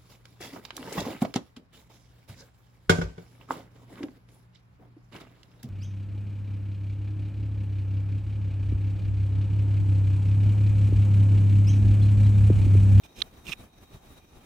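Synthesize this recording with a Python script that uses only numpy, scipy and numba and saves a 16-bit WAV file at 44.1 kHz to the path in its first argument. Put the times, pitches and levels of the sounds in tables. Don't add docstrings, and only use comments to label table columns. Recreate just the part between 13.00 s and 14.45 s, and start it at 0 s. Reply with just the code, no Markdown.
import sys
import numpy as np
from scipy import signal
from scipy.io import wavfile
from scipy.ndimage import uniform_filter1d
from numba import njit

SR = 44100
rng = np.random.default_rng(int(sys.argv[2]) if len(sys.argv) > 2 else 0)


def ratio(d):
    e = np.asarray(d, float) / 20
    return 10 ** e


def master_out(mix):
    frames = np.transpose(np.atleast_2d(mix))
    ceiling = np.clip(frames, -1, 1)
    pcm = np.round(ceiling * 32767).astype(np.int16)
    wavfile.write(sys.argv[1], SR, pcm)


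N = 63945
OPPOSITE = np.array([[1], [-1]])


@njit
def svf(x, hz, width):
    y, band, low = np.empty(len(x)), 0., 0.
    g, k = np.tan(np.pi * hz / SR), width / hz
    for i in range(len(x)):
        v = (band + g * (x[i] - low)) / (1 + g * (g + k))
        band, low = 2 * v - band, low + 2 * g * v
        y[i] = k * v
    return y


def unit(x):
    return x / np.sqrt(np.mean(x ** 2))


def walk(rate_hz):
    hold = int(SR / rate_hz)
    steps = np.repeat(rng.standard_normal(N // hold + 1), hold)
    drift = uniform_filter1d(uniform_filter1d(steps, hold), hold)[:N]
    return unit(drift - drift.mean())


def ring(t, hz, ms):
    age = np.clip(t / (ms / 1000), 0, 40)
    return (age / 2) ** 2 * np.exp(2 - age) * np.sin(2 * np.pi * hz * t)


# centre in # seconds, length in seconds, level in dB.
SWELLS = [(.01, 0.054, -2.5), (0.056, 0.025, 10.5), (.315, 0.012, 6), (0.582, .03, 8), (0.705, 0.08, -2),
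          (1.004, 0.024, -3), (0.094, 0.046, 4.5), (0.127, .03, 4), (0.193, 0.08, 13), (.26, 0.061, 9),
          (0.342, 0.036, 6), (.385, 0.045, 9), (0.5, 0.12, 13.5), (0.607, 0.045, 10.5), (0.641, 0.047, 6),
          (0.737, 0.015, 6.5), (0.785, 0.012, 8), (0.836, 0.028, 10.5), (0.943, 0.067, 10),
          (1.065, 0.069, 8), (1.109, 0.096, 10), (1.18, 0.038, 9), (1.25, 0.022, 5), (1.294, 0.02, 2.5),
          (1.368, 0.051, 8.5), (1.415, 0.019, 7.5), (1.447, 0.044, 6.5)]


def puff_swell(t):
    swells = [db * np.exp(-((t - s) / (length / 1.87)) ** 2) for s, length, db in SWELLS]
    return np.max(swells, axis=0) + np.min(swells, axis=0)


# frequency in Hz, level in dB.
AIR = [(15, -12), (30, 0.5), (309, -10), (591, -22.5), (1070, -26), (3400, -32.5), (4700, -41), (8000, -34),
       (16000, -30.5)]


def air(puff):
    air_db, shared_db, flicker_db = -58.5, 2.0, 1.6
    out, shared = 0, walk(44.84)
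    table_hz, table_db = np.array(AIR).T
    for hz in 28 * 2 ** np.arange(0, 9.3, .5):
        mid, side = (svf(rng.standard_normal(N), hz, hz / 2.97) for _ in range(2))
        high = np.clip(np.log2(hz / 300) / 4, 0, 1)
        puff_share = 0.98 + high * (0.75 - 0.98)
        db = np.interp(np.log(hz), np.log(table_hz), table_db)
        db = db + puff_share * (puff + shared_db * shared)
        wide = np.clip((hz / 880) ** 0.94, 0.25, 1)
        out = out + ratio(db + flicker_db * walk(24.9)) * (mid + wide * side * OPPOSITE)
    out = out * ratio(air_db) / np.sqrt(np.mean(out ** 2 / ratio(2 * puff)))
    suction = 22
    slow = uniform_filter1d(out, size=60)
    return out - suction * (slow ** 2 - uniform_filter1d(slow ** 2, size=2000))


# frequency in Hz, width in Hz, level in dB.
HOUSING = [(3800, 72, -75.5), (5880, 320, -80.5), (3160, 100, -84.5), (2420, 130, -79), (1188, 41, -80.5),
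           (759, 150, -72)]


def housing_whistle(puff):
    flicker_db = 2.5
    out = np.zeros((2, N))
    for hz, width, db in HOUSING:
        mid, side = (unit(svf(rng.standard_normal(N), float(hz), float(width))) for _ in range(2))
        level = ratio(db + 0.68 * puff + flicker_db * walk(29.97))
        out = out + level * (mid + 1.01 * side * OPPOSITE)
    return out


def bench_echo(blade):
    echo_db, t60_s = -45, 0.018
    lag = np.arange(6000) / SR
    tail = rng.standard_normal((2, len(lag))) * ratio(-60 * lag / t60_s) * (lag > .002)
    tail = tail / np.sqrt(np.sum(tail ** 2, axis=1, keepdims=True))
    return ratio(echo_db) * signal.fftconvolve(blade, tail, axes=1)[:, :N]


# time in seconds, right peak in dB, ring in Hz, ring time in ms.
TICKS = [(0.0357, -42.5, 2640, 0.27), (0.2052, -28, 3400, 0.28), (.21817, -11.5, 3650, 0.42),
         (0.2176, -27, 2460, 0.45), (0.2218, -24, 3960, 0.23), (0.2208, -21.5, 2440, 0.31),
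         (0.2208, -6.5, 3800, .2), (0.2224, -17, 3800, 0.43), (0.4681, -32, 3000, 0.38),
         (0.4834, -32, 2480, 0.91), (0.4862, -30, 2640, 0.82), (0.4942, -30, 2530, 0.26),
         (0.5198, -29.5, 3320, 0.27), (0.5206, -21, 2630, 0.62), (0.5237, -24, 2610, 0.64),
         (0.5269, -22, 2800, 0.28), (.5277, -26, 3450, 0.32), (0.5294, -27, 2900, .4),
         (0.5321, -20, 2523, 0.66), (.5327, -25, 2650, 0.52), (0.534, -29.5, 3500, .4),
         (0.5374, -38, 2430, 0.54)]
# mode in Hz, left in dB, right in dB, share of the ring time.
TICK_PARTS = [(1210, -24.5, -28.5, 2.14), (1775, -30, -23, 1.7), (5660, -31, -20, 0.73),
              (6460, -28, -41, 0.49), (9500, -36, -38, 0.73), (12500, -34, -43, 0.59)]


def ticks(t):
    left_db, left_lead_s, left_ring_share, floor_hz = -7.5, .00002, 0.44, 1100
    out = np.zeros((2, N))
    for s, db, hz, ms in TICKS:
        i = slice(int(s * SR) - 20, int(s * SR) + 900)
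        left_t, right_t = t[i] - s + left_lead_s, t[i] - s
        out[0, i] += ratio(db + left_db) * ring(left_t, hz, ms * left_ring_share)
        out[1, i] += ratio(db) * ring(right_t, hz, ms)
        for body_hz, body_left_db, body_right_db, share in TICK_PARTS:
            out[0, i] += ratio(db + body_left_db) * ring(left_t, body_hz, ms * share)
            out[1, i] += ratio(db + body_right_db) * ring(right_t, body_hz, ms * share)
    return signal.sosfiltfilt(signal.butter(3, floor_hz, "high", fs=SR, output="sos"), out)


def grit_clicks():
    per_s, spread_db = 6100, 3.0
    chance, sign, strength = rng.random((3, N))
    hits = (chance < per_s / SR) * np.sign(sign - .5)
    return unit(hits * ratio(-spread_db * np.log(strength + 1e-9)))


# start in seconds, end in seconds, level in dB,
# share of the stroke spent rising (0-1), ring of the low modes in dB.
STROKES = [
    (0.031, 0.062, -54.5, 0.13, -3.5),
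    (0.146, .208, -43, 0.7, -3.5),
    (0.441, 0.534, -40, 0.49, 0.5),
]
# frequency in Hz, width in Hz, left in dB, right in dB.
BLADE = [(1166, 300, -15.5, -17), (2473, 130, -15.5, 0), (2695, 162, -20, 0.5), (3140, 340, -13.5, -4),
         (3500, 215, -21.5, -2.5), (3800, 240, -23, -8.5), (5400, 260, -10.5, -13.5), (6020, 500, -15, -10),
         (7020, 480, -12.5, -15.5), (8670, 1640, -10, -14), (11500, 3500, -11.5, -14)]


def scrape(t):
    release_s, chatter_db, low_modes_hz = 0.0098, 1.66, 2900
    push, low_push = 0, 0
    for start, end, db, rise, low_db in STROKES:
        full = start + np.clip(rise, .05, .95) * (end - start)
        pressure = np.interp(t, [start, full, end, end + release_s], [0, 1, 1, 0])
        shape = ratio(db) * pressure ** 1.15
        push = push + shape
        low_push = low_push + ratio(low_db) * shape
    chatter = ratio(chatter_db * walk(150.3))
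    push, low_push = chatter * push, chatter * low_push
    shared, *own_grit = [grit_clicks() for _ in range(3)]
    out = np.zeros((2, N))
    for hz, width, left_db, right_db in BLADE:
        own = np.clip((hz - 3500) / 6000, .15, 1.0)
        drive = low_push if hz < low_modes_hz else push
        for ch, db in enumerate((left_db, right_db)):
            x = (shared + own * own_grit[ch]) / np.hypot(1, own) * drive
            for _ in range(2):
                x = svf(x, float(hz), 1.57 * width)
            out[ch] += ratio(db) * np.sqrt(SR / np.pi / width) * x
    return out


def scene():
    t = np.arange(N) / SR
    puff = puff_swell(t)
    blade = scrape(t) + ticks(t)
    return blade + bench_echo(blade) + air(puff) + housing_whistle(puff)


def low_pass(x):
    return signal.sosfilt(signal.butter(12, 16620, fs=SR, output="sos"), x)


def record(dry):
    top_hz = 15700
    mix = signal.sosfilt(signal.ellip(8, .2, 60, top_hz, fs=SR, output="sos"), dry)
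    return low_pass(mix)


dry = scene()
out = record(dry)
master_out(out)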